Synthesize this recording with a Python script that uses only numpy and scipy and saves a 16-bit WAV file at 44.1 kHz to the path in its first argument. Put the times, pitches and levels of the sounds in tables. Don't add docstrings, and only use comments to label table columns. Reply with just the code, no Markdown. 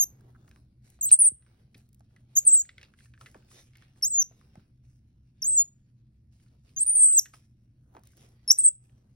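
import sys
import numpy as np
from scipy import signal
from scipy.fft import rfft, irfft, next_fast_len
from scipy.io import wavfile
from scipy.ndimage import uniform_filter1d, map_coordinates

SR = 44100
rng = np.random.default_rng(int(sys.argv[2]) if len(sys.argv) > 2 else 0)


def materialize(psi):
    bounded = np.clip(np.atleast_2d(psi).T, -1, 1)
    quanta = np.round(bounded * 32767).astype(np.int16)
    wavfile.write(sys.argv[1], SR, quanta)


def convert_level_to_amplitude(level_db):
    exponent = np.asarray(level_db, float) / 20
    return 10 ** exponent


N = 403515
SIZE = next_fast_len(N + SR)
HZ = np.arange(SIZE // 2 + 1) * SR / SIZE

SLUR = None
# (overtone offset [dB], contour of (time [s], pitch [Hz], level [dB]))
CALL_TAIL = [
    (6, [(0.0, 6740, -18.5), (0.012, 6460, -19), (0.02, 6350, -24.5), (0.026, 6180, -24), (0.031, 6280, -23), (0.037, 6210, -26.5), (0.043, 5900, -29.5)]),
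]
CALL_STROKED = [
    (3.002, [(1.01, 7930, -23.5), (1.021, 6970, -27.5)]),
    (12, [(1.024, 6870, -34), (1.034, 6330, -30.5), (1.045, 6500, -29), ]),
    (20, [SLUR, (1.052, 7250, -26)]),
    (30, [SLUR, (1.058, 7900, -24)]),
    (0, [SLUR, (1.062, 8150, -24), (1.07, 8350, -23.5), (1.077, 8125, -27), (1.09, 7500, -26), (1.094, 7300, -36)]),
    (0, [(1.114, 8650, -13), (1.122, 8900, -14), (1.126, 8880, -3.5), (1.13, 8550, -6), (1.134, 8150, -11), (1.143, 8720, -10.5), (1.149, 8240, -20), (1.159, 7480, -24)]),
    (5.5, [(1.189, 10160, -20.5), (1.203, 9783, -16), (1.223, 9180, -13.5), (1.234, 8670, -19), (1.255, 9300, -15.5), (1.276, 8550, -14.5), (1.29, 8080, -19)]),
]
CALL_BACKING = [
    (3.5, [(2.352, 7190, -35.5), (2.364, 6250, -30.5), (2.367, 6175, -20), (2.38, 6580, -15.5), (2.389, 7090, -13), (2.393, 7620, -25), (2.396, 6780, -25)]),
    (-5.5, [(2.451, 8867, -26), (2.459, 9203, -37), (2.47, 8810, -16.5), (2.479, 8230, -8), (2.491, 7580, -17.5), (2.504, 7520, -21), (2.512, 7240, -21)]),
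    (-14, [SLUR, (2.533, 8160, -12), (2.555, 8070, -13)]),
    (-3, [SLUR, (2.571, 7420, -19), (2.59, 7300, -23), (2.597, 7130, -22), (2.612, 7100, -24.5), (2.622, 6380, -34.5)]),
]
CALL_COMING = [
    (0.5, [(4.023, 5754, -29), (4.028, 5687, -23), (4.039, 5080, -21), (4.043, 5115, -23)]),
    (-2.5, [SLUR, (4.046, 6040, -22)]),
    (3, [SLUR, (4.062, 6700, -23.5), (4.084, 7945, -27), (4.089, 8040, -45), (4.099, 8310, -41.5), (4.106, 8050, -28), (4.12, 7550, -28.5)]),
    (-12, [SLUR, (4.134, 7075, -28), (4.158, 6800, -22), (4.17, 6980, -24), (4.198, 6460, -16), (4.213, 6120, -22.5), (4.228, 5923, -22)]),
]
CALL_BOWED = [
    (-6.5, [(5.419, 6330, -32), (5.427, 5670, -26.5), (5.433, 5206, -31.5), (5.438, 5500, -33)]),
    (-4, [(5.441, 6010, -30.5)]),
    (4, [SLUR, (5.468, 7250, -24.5), (5.489, 8420, -20), ]),
    (-11, [SLUR, (5.514, 7650, -23.5), (5.527, 7900, -22), (5.535, 7620, -22), (5.556, 7930, -21.5)]),
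    (-3, [SLUR, (5.583, 6870, -16.5), (5.61, 6860, -18), (5.626, 6880, -24), (5.634, 6900, -42)]),
]
CALL_LONG = [
    (-12, [(6.763, 6420, -37), (6.777, 6270, -29), (6.798, 7350, -30.5), (6.812, 8500, -20.5), (6.826, 8360, -21), (6.834, 8690, -19), (6.843, 8400, -40.5)]),
    (9, [(6.845, 8520, -27.5), (6.852, 8630, -50.5), (6.859, 8510, -25)]),
    (0.5, [(6.862, 9100, -24), (6.88, 9150, -23.5), (6.895, 8870, -19), (6.93, 9100, -25), (6.95, 8960, -26), (6.957, 8970, -17.5), (6.995, 8560, -18), (7.037, 8315, -12), (7.062, 8226, -15)]),
    (1, [SLUR, (7.085, 8180, -18.5), (7.12, 8100, -20), (7.165, 7760, -18.5), (7.175, 7570, -14), (7.184, 6600, -14), (7.192, 6130, -17.5), (7.196, 5570, -13), (7.203, 5600, -54)]),
]
CALL_LAST = [
    (11.5, [(8.477, 5550, -30), (8.485, 5200, -28.5), (8.492, 5175, -27.5), (8.4995, 5250, -27)]),
    (-5.5, [(8.5, 5560, -18.5), (8.508, 5470, -7), (8.516, 5990, -11)]),
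    (-14, [SLUR, (8.521, 7070, -22), (8.528, 7510, -24), (8.534, 6860, -28.5)]),
    (-2, [(8.585, 8850, -19), (8.59, 8700, -17), (8.604, 8250, -20.5), (8.618, 7800, -28.5), (8.633, 7650, -30), (8.641, 8390, -18.5), (8.653, 8530, -13.5), (8.666, 8070, -10.5), (8.673, 7880, -17.5), (8.683, 7900, -12.5), (8.692, 7620, -22)]),
]
# (pitch [Hz], overtone re whistle [dB])
OVERTONE = [(5100, -14.5), (5600, -12), (6300, -5.5), (6850, -17), (7500, -28.5), (7800, -34.5),
            (8300, -38.5), (10000, -37)]
# (start [s], end [s], rate [1/s], one dip [s], depth [Hz])
QUAVER = (6.87, 7.17, 77.5, 7.093, 230)
# (time [s], length [s], level re whistle [dB])
DOUBLING = [(2.352, 0.02, -33), (5.42, 0.022, -35.5), (5.615, 0.025, -38), (6.776, 0.042, -34.5),
            (6.838, 0.0055, -13), (8.499, 0.02, -38)]
# (time [s], length [s], centre [Hz], level [dB], width ratio [1])
RASPS = [(0.003, 0.047, 8750, -57, 1.16), (0.036, .012, 4000, -66, 1.7), (.343, 0.026, 1350, -64, 1.15),
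         (1.026, .05, 2200, -66, 1.6), (1.094, .008, 5000, -52, 1.4), (1.103, 0.015, 5060, -47, 1.3),
         (1.157, .004, 4000, -62, 2.5), (1.187, .005, 12000, -42, 1.3), (2.356, .03, 9700, -56, 1.06),
         (2.38, .03, 3000, -68, 1.2), (2.372, .035, 5500, -53.5, 1.12), (2.391, .007, 8640, -38, 1),
         (2.452, .025, 11200, -58.5, 1.14), (4.024, .012, 2500, -64, 1.83), (4.11, .014, 3800, -72, 1.1),
         (6.785, .03, 5050, -59, 1.22), (6.8, .02, 10500, -56, 1.15), (6.865, 0.022, 11000, -58, 1.12),
         (7.185, .015, 4000, -62, 1.15), (8.478, .04, 4400, -60, 1.1), (8.503, .05, 8900, -52, 1.06),
         (8.577, .014, 9600, -35.5, 1.15), (8.577, .012, 6000, -52, 1.2), (8.59, .025, 6000, -54, 1.2),
         (8.59, .025, 10500, -54, 1.12), (8.644, .01, 10800, -54, 1.03)]

# (time [s], peak [dB], body [Hz])
CLAWS = [(0.48, -55.5, 1360), (0.514, -51, 1660), (0.562, -51, 1180), (1.746, -48.5, 2597),
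         (2.007, -56, 834), (2.164, -55.5, 2020), (2.512, -52.5, 1510), (3.212, -44, 1348),
         (4.556, -49, 890), (3.755, -51.5, 2233), (3.823, -54, 1820), (4.413, -56, 1210),
         (6.966, -45, 2870), (7.258, -45, 1892), (7.338, -46, 1270), (8.578, -53, 2550)]
# (time [s], peak [dB], body [Hz])
KNOCKS = [(0.991, -56, 829), (1.093, -33.5, 4300), (1.11, -36, 2900), (1.112, -46, 1010),
          (2.653, -52.5, 2380), (2.692, -40, 2190), (2.782, -40.5, 2230), (2.831, -41.5, 2775),
          (3.178, -51.5, 1800), (2.939, -51.5, 1640), (2.989, -55.5, 2100), (3.007, -53, 1940),
          (3.139, -50.5, 1760), (3.261, -42, 2086), (3.346, -43, 930), (4.313, -57.5, 716),
          (7.088, -48, 1259), (7.951, -47, 900), (7.968, -42, 950)]
# (time [s], peak [dB], body [Hz])
FAINT_TICKS = [(1.4248, -61.5, 1940), (1.465, -61.5, 1560), (1.8033, -64, 1730), (2.1076, -75, 1420),
               (2.5396, -50, 4050), (2.6229, -62, 1730), (2.8144, -47.5, 2800), (2.8844, -63.5, 1270),
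               (3.0578, -57, 1770), (3.4244, -65, 1580), (3.488, -62.5, 2780), (3.5139, -54, 1290),
               (3.6194, -59, 2410), (3.7355, -57, 2240), (3.7843, -57, 3310), (3.9604, -63.5, 1140),
               (4.0133, -57.5, 2190), (4.3226, -62, 1040), (4.5965, -61, 1460), (4.8393, -75, 958),
               (5.5344, -66, 2770), (6.3994, -67, 2200), (6.4627, -69.5, 1450), (6.4827, -69, 4250),
               (6.693, -59.5, 3260), (7.3426, -48, 1272), (8.1344, -63, 1580), (8.8967, -63.5, 1810),
               (0.2094, -63, 1610), (0.2902, -67, 1070), (0.5894, -76, 964), (7.1676, -59, 2120),
             (8.0356, -66, 1170), (8.0701, -63, 2270), (8.2494, -63, 1440)]
# (time [s], peak [dB])
WET_TICKS = [(0.2094, -63), (0.4914, -57), (0.9014, -50.5), (1.7794, -54.5), (1.89, -60.5), (1.93, -57),
             (1.9458, -54), (1.9953, -61.5), (3.3146, -55), (3.7707, -51), (7.9943, -62), (8.0356, -54),
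             (8.0542, -60.5), (8.0718, -47), (8.1197, -58.5), (8.17, -53.5), (8.2894, -60.5)]
# (time [s], peak [dB], desk pitch [Hz])
THUDS = [(1.753, -48, 209), (3.353, -41.5, 327), (4.574, -39.5, 147), (7.952, -48, 328), (7.968, -45, 373)]
# (time [s], peak [dB], end pitch [Hz], sag [Hz], sag time [s], T60 [s])
BUMP = (1.3155, -50, 55, 520, .006, .11)

# (time [s], hold [s], crisp level [dB], dull re crisp [dB])
BRUSHES = [(0.0, 0.0092, -80, 11), (.48, 0.11, -83.5, 8.5), (.85, 0.065, -74.5, -2),
           (1.77, 0.0061, -75.5, 4), (2.991, .05, -72, -8), (3.21, 0.088, -71, 2), (3.515, 0.072, -64, -4),
           (3.97, .02, -81, 8), (4.37, 0.028, -80, 4.5), (4.845, 0.13, -86.5, -5), (6.33, 0.098, -83, -3),
           (6.65, .1, -80.5, 1), (6.79, 0.093, -75.5, -21), (7.09, .2, -77.5, -5), (7.345, 0.0056, -68, -2),
           (8.05, .08, -78, -14), (8.17, 0.077, -73, 3), (8.84, 0.022, -83.5, 6.5)]
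# (time [s], hold [s], dull level [dB], crisp re dull [dB])
SHIFTS = [(.05, 0.39, -72.5, -15), (1.085, 0.024, -72, 1), (1.48, 0.12, -72.5, -8.5), (2.165, .02, -77, -7),
          (2.36, 0.26, -75.5, 1.5), (2.81, 0.035, -70.5, -3), (3.36, 0.028, -70, -6.5),
          (3.8, 0.046, -72.5, 1.5), (4.06, 0.019, -73, -9), (4.24, 0.22, -76.5, -5),
          (4.559, .02, -70.5, -6), (5.42, 0.22, -82.5, 1), (6.47, 0.058, -80, -6), (6.961, .01, -68.5, -1),
          (7.96, 0.0065, -68, -27), (8.3, 0.08, -75, -8), (8.491, 0.1, -73, -6.5), (8.95, 0.16, -79, -13.5)]
# (frequency [Hz], density [dB/Hz])
DULL = [(200, -6), (350, 1.5), (700, -3.5), (950, -9), (1500, -14), (2500, -28.5)]
# (frequency [Hz], density [dB/Hz])
CRISP = [(900, -25.5), (1500, -6.5), (2200, -0.5), (2700, 0), (3300, -2.5), (4400, -2), (5500, -3.5),
         (8000, -39.5)]
# (frequency [Hz], density [dB/Hz])
AIRY = [(4000, -29), (5500, -4), (8000, -1.5), (11000, -7.5), (13500, -14.5), (16000, -18.5)]

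# (frequency [Hz], density [dB/Hz])
FAN = [(20, -30.5), (53, -10), (90, -7), (161, -15.5), (210, -15), (330, -24), (500, -49.5), (16000, -71.5)]
# (frequency [Hz], width [Hz], level [dB])
FAN_TONES = [(64, 6.7, -67.5), (123.08, 8.7, -61.5), (217.4, 18, -74.5)]

# (delay [s], level [dB])
ECHOES = [
    (.0011, -28),
    (.0046, -24.5),
    (0.0092, -26),
]
# (frequency [Hz], gain [dB])
LATE_COLOUR = [(5000, -8), (7000, -6), (8000, 0), (12000, -3)]
# (frequency [Hz], left-right likeness [0-1])
LIKENESS = [(100, 0.99), (200, 0.95), (340, 0.85), (550, .2), (900, 0.18), (3000, 0.14), (5000, 0.2),
            (6000, .9), (7500, 0.98)]
# (frequency [Hz], phase [rad])
LEAD = [(0, 0), (340, -.2), (860, -2.0), (1200, -1.5), (1720, .1), (2400, .9), (3100, 1.5), (4000, .5),
        (5000, .6), (6030, 1.7), (10335, 6.2), (16000, 11.9)]
# (frequency [Hz], left minus right [dB])
BALANCE = [(250, 0), (500, -1.6), (2000, -1.2), (4500, 0)]

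ONSET_CLICK_DB = -30
CLAW_CRACK_DB, KNOCK_CRACK_DB, NAIL_CRACK_DB = -5, -15, -9
BRUSH_RISE_DB_PER_S, BRUSH_FALL_DB_PER_S, BRUSH_AIR_DB = 695, 171, 1.5
SHIFT_RISE_DB_PER_S, SHIFT_FALL_DB_PER_S, SHIFT_AIR_DB = 151, 102, -11
STILL_DULL_DB, STILL_CRISP_DB, STILL_AIRY_DB = -89, -92.5, -96
FAN_DB = -65.5
ROOM_T60_S, LATE_T60_S = .16, .36


def breaths():
    joined = []
    calls = CALL_TAIL + CALL_STROKED + CALL_BACKING + CALL_COMING + CALL_BOWED + CALL_LONG + CALL_LAST
    for over_db, note in calls:
        if note[0] is not SLUR:
            joined.append([])
        joined[-1] += [(*point, over_db) for point in note if point is not SLUR]
    return joined


def whistle(wobble_hz=25):
    out, wobble, shimmer_db = np.zeros(N), drift(250), .7 * drift(220)
    rough = .3 + rms_one(uniform_filter1d(rng.standard_normal(N), 30))
    start, end, per_s, dip_s, depth_hz = QUAVER
    smooth = round(.0035 * SR)
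    for breath in breaths():
        s, hz, db, over_db = np.transpose(breath)
        add(out, s[0], convert_level_to_amplitude(db[0] + ONSET_CLICK_DB) * rng.standard_normal(60) * np.hanning(60))
        i = np.arange(round(s[0] * SR), round((s[-1] + .001) * SR))
        t = i / SR
        arches = np.abs(np.sin(np.pi * per_s * (t - dip_s))) - 2 / np.pi
        quaver = arches * (t > start) * (t < end)
        pitch = uniform_filter1d(np.interp(t, s, hz) + depth_hz * quaver, smooth) + wobble_hz * wobble[i]
        level_db = uniform_filter1d(np.interp(t, s, db) + 3 * quaver, smooth) + shimmer_db[i]
        phase = 2 * np.pi * np.cumsum(pitch) / SR
        opening = (t - t[0] + (s[0] == 0)) / .0013
        closing = (t[-1] - t) / .003
        edge = np.sin(np.pi / 2 * np.clip(np.minimum(opening, closing), 0, 1)) ** 2
        doubled = sum(convert_level_to_amplitude(d) * np.exp(-((t - at - w / 2) / w * 2.2) ** 2) for at, w, d in DOUBLING)
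        halves = doubled * rough[i] * (np.sin(1.5 * phase) + .3 * np.sin(phase / 2))
        over = convert_level_to_amplitude(np.interp(t, s, over_db) + np.interp(pitch, *np.transpose(OVERTONE)))
        tone = np.sin(phase) + over * np.sin(2 * phase) + halves
        out[i] += np.sqrt(2) * edge * convert_level_to_amplitude(level_db) * tone
    return out


def rasps():
    out = np.zeros(N)
    for s, length_s, hz, db, ratio in RASPS:
        puff = rng.standard_normal(4000)[:round(length_s * SR)]
        coloured = band(band(puff, hz, 2.05), hz, max(ratio, 1.02))
        add(out, s, convert_level_to_amplitude(db) * rms_one(coloured) * signal.windows.tukey(len(puff), .5))
    return out


def taps():
    out, t = np.zeros(N), np.arange(3000) / SR
    hits = [(*c, CLAW_CRACK_DB) for c in CLAWS]
    hits += [(*k, KNOCK_CRACK_DB) for k in KNOCKS]
    hits += [(*n, NAIL_CRACK_DB) for n in FAINT_TICKS]
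    for s, db, hz, bright_db in hits:
        draw = rng.standard_normal((3, len(t)))
        crumbs = convert_level_to_amplitude(5 * uniform_filter1d(draw[2], 30) * np.sqrt(30))
        blow_and_rattle = np.exp(-t / .0025) + .18 * np.exp(-t / .018)
        contact = draw[0] * crumbs * blow_and_rattle
        contact[20] += 6.0 * contact[:200].std()
        body = band(contact, hz, 1.6) + .06 * ring(contact, hz, .012)
        crack = band(draw[1] * crumbs * np.exp(-t / 0.002), 4000, 2.2)
        hit = body / np.abs(body).max() + convert_level_to_amplitude(bright_db) * crack / np.abs(crack).max()
        add(out, s - .001, convert_level_to_amplitude(db + 2.2) * hit)
    return out


def wet_ticks():
    out, t = np.zeros(N), np.arange(3000) / SR
    for s, db in WET_TICKS:
        burst = rng.standard_normal(len(t)) * np.exp(-t / 0.0017)
        add(out, s, convert_level_to_amplitude(db + 2.0) * band(burst, 9270, 1.9))
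    return out


def thuds(t60_s=0.13):
    out, t = np.zeros(N), np.arange(6000) / SR
    for s, db, hz in THUDS:
        phase = 2 * np.pi * np.cumsum(hz * (0.514 + 1.57 * np.exp(-t / 0.007813))) / SR
        rough = rms_one(band(rng.standard_normal(len(t)), hz * 0.48, 5.0))
        push = np.sin(phase) * np.exp(-t / 0.048) + 0.21 * rough
        add(out, s, convert_level_to_amplitude(db - 3.5 - 60 * t / t60_s) * push * np.minimum(t / 0.0035, 1))
    return out


def bump():
    out, t = np.zeros(N), np.arange(6000) / SR
    s, db, end_hz, sag_hz, sag_s, t60_s = BUMP
    phase = 2 * np.pi * np.cumsum(end_hz + sag_hz * np.exp(-t / sag_s)) / SR
    level_db = db - 60 * np.maximum(t - .02, 0) / t60_s
    add(out, s, convert_level_to_amplitude(level_db) * np.sin(phase) * np.minimum(t / 0.0042, 1))
    return out


def rustle():
    brush_crisp, brush_dull = gestures(BRUSHES, BRUSH_RISE_DB_PER_S, BRUSH_FALL_DB_PER_S)
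    shift_dull, shift_crisp = gestures(SHIFTS, SHIFT_RISE_DB_PER_S, SHIFT_FALL_DB_PER_S)
    dull = brush_dull + shift_dull + convert_level_to_amplitude(2 * STILL_DULL_DB)
    crisp = brush_crisp + shift_crisp + convert_level_to_amplitude(2 * STILL_CRISP_DB)
    airy = brush_crisp * convert_level_to_amplitude(2 * BRUSH_AIR_DB) + shift_crisp * convert_level_to_amplitude(2 * SHIFT_AIR_DB) + convert_level_to_amplitude(2 * STILL_AIRY_DB)
    born = rng.random(N) < 900 * convert_level_to_amplitude(4 * drift(40)) / SR
    size_db = 3.5 * np.minimum(rng.exponential(1, (2, N)), 4)
    grains = born * convert_level_to_amplitude(size_db) * rng.choice([-1, 1], (2, N))
    rub = rms_one(grains) + rng.standard_normal((2, N))
    out = np.zeros((2, N))
    for power, colour in [(dull, DULL), (crisp, CRISP), (airy, AIRY)]:
        flutter_db = 1.5 * drift(25)
        out += np.sqrt(power) * convert_level_to_amplitude(flutter_db) * diffuse(rub, colour)
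    return out


def gestures(rows, rise_db_per_s, fall_db_per_s):
    s, hold_s, db, other_db = np.transpose(rows)[:, :, None]
    t = np.arange(0, N, 64) / SR
    rise_db = rise_db_per_s * np.maximum(s - t, 0)
    fall_db = fall_db_per_s * np.maximum(t - s - hold_s, 0)
    power = convert_level_to_amplitude(2 * (db - rise_db - fall_db))
    return [np.interp(np.arange(N), t * SR, p.sum(0)) for p in (power, power * convert_level_to_amplitude(2 * other_db))]


def patchy(x, depth_db, streak_db, cells_hz=450, cells_s=.05):
    hz, s, cells = signal.stft(x, SR, nperseg=512)
    pitch, time = np.meshgrid(np.log(hz + cells_hz) * 5, s / cells_s, indexing="ij")
    draw = rng.standard_normal((2, 300, 400))
    patches = map_coordinates(draw[0], [pitch, time], order=3)
    streaks = map_coordinates(draw[1], [pitch * 5, time / 3], order=1)
    gain = convert_level_to_amplitude(depth_db * patches + streak_db * streaks)
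    return signal.istft(cells * gain, SR, nperseg=512)[1][:, :N]


def fan():
    out = convert_level_to_amplitude(FAN_DB + 0.4 * drift(1.3)) * diffuse(rng.standard_normal((2, N)), FAN)
    for hz, width_hz, db in FAN_TONES:
        out += convert_level_to_amplitude(db) * rms_one(ring(rng.standard_normal(N), hz, 2.2 / width_hz))
    return out


def ducking(loud, knee_db=-21, ratio=.9, release_db_per_s=30):
    level_db = 10 * np.log10(uniform_filter1d(loud ** 2, 400) + 1e-12)
    over_db = ratio * np.maximum(level_db - knee_db, 0)
    ramp_db = release_db_per_s * np.arange(N) / SR
    return convert_level_to_amplitude(-uniform_filter1d(np.maximum.accumulate(over_db + ramp_db) - ramp_db, 400))


def room(x, early_db=-22, late_db=-34):
    t = np.arange(SR // 2) / SR
    noise = rng.standard_normal((2, 2, len(t))) * np.clip(t / 0.022, 0, 1)
    tail, colours = 0, [1, convert_level_to_amplitude(at_hz(LATE_COLOUR))]
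    for draw, colour, t60_s, db in zip(noise, colours, [ROOM_T60_S, LATE_T60_S], [early_db, late_db]):
        dying = draw * convert_level_to_amplitude(-60 * t / t60_s)
        tail = tail + convert_level_to_amplitude(db) * colour * rfft(dying, SIZE) / np.sqrt(np.sum(dying[0] ** 2))
    near = 1 + sum(convert_level_to_amplitude(db) * np.exp(-2j * np.pi * HZ * s) for s, db in ECHOES)
    return irfft(rfft(x, SIZE) * (near + two_ports(*tail)), SIZE)[:, :N]


def two_ports(a, b):
    alike = np.clip(at_hz(LIKENESS), 0, 1)
    return np.array([a, alike * a + np.sqrt(1 - alike ** 2) * b])


def diffuse(source, spectrum):
    a, b = rfft(source, SIZE) * convert_level_to_amplitude(at_hz(spectrum))
    return rms_one(irfft(two_ports(a, b), SIZE)[:, :N])


def ring(clicks, hz, t60_s):
    r, w = convert_level_to_amplitude(-60 / (t60_s * SR)), 2 * np.pi * hz / SR
    return signal.lfilter([0, np.sin(w)], [1, -2 * r * np.cos(w), r * r], clicks + 1e-18)


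def band(x, hz, ratio):
    edges_hz = [hz / ratio, min(hz * ratio, .45 * SR)]
    return signal.sosfilt(signal.butter(2, edges_hz, "band", fs=SR, output="sos"), x)


def drift(rate_per_s):
    knots = rng.standard_normal(400 * 10)
    place = np.minimum(np.arange(N) * rate_per_s / SR, len(knots) - 1)
    return map_coordinates(knots, [place], order=3)


def at_hz(points):
    hz, value = np.transpose(points)
    return np.interp(np.log(HZ + 1), np.log(hz), value)


def rms_one(x):
    return x / np.sqrt(np.mean(x ** 2) + 1e-20)


def add(out, s, sound):
    i = round(s * SR)
    out[i:i + len(sound)] += sound[:N - i]


def scene():
    voice = whistle() + rasps()
    contacts = taps() + wet_ticks() + thuds()
    background = patchy(rustle(), depth_db=1.5, streak_db=3.2)
    settling = convert_level_to_amplitude(4.0 * np.exp(-np.arange(N) / SR / .45))
    return room(voice + contacts) + bump() + background + fan() * ducking(voice) * settling


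def top_cut(x):
    return signal.sosfilt(signal.butter(12, 16830, fs=SR, output="sos"), x)


def record(dry):
    lead_rad = np.interp(HZ, *np.transpose(LEAD))
    top = np.clip((16060 - HZ) / 80, 0, 1)
    side = np.array([[.5], [-.5]])
    response = top * np.exp(1j * lead_rad * side) * convert_level_to_amplitude(at_hz(BALANCE) * side)
    ports = irfft(rfft(dry, SIZE) * response, SIZE)[:, :N]
    return top_cut(ports)


dry = scene()
out = record(dry)
materialize(out)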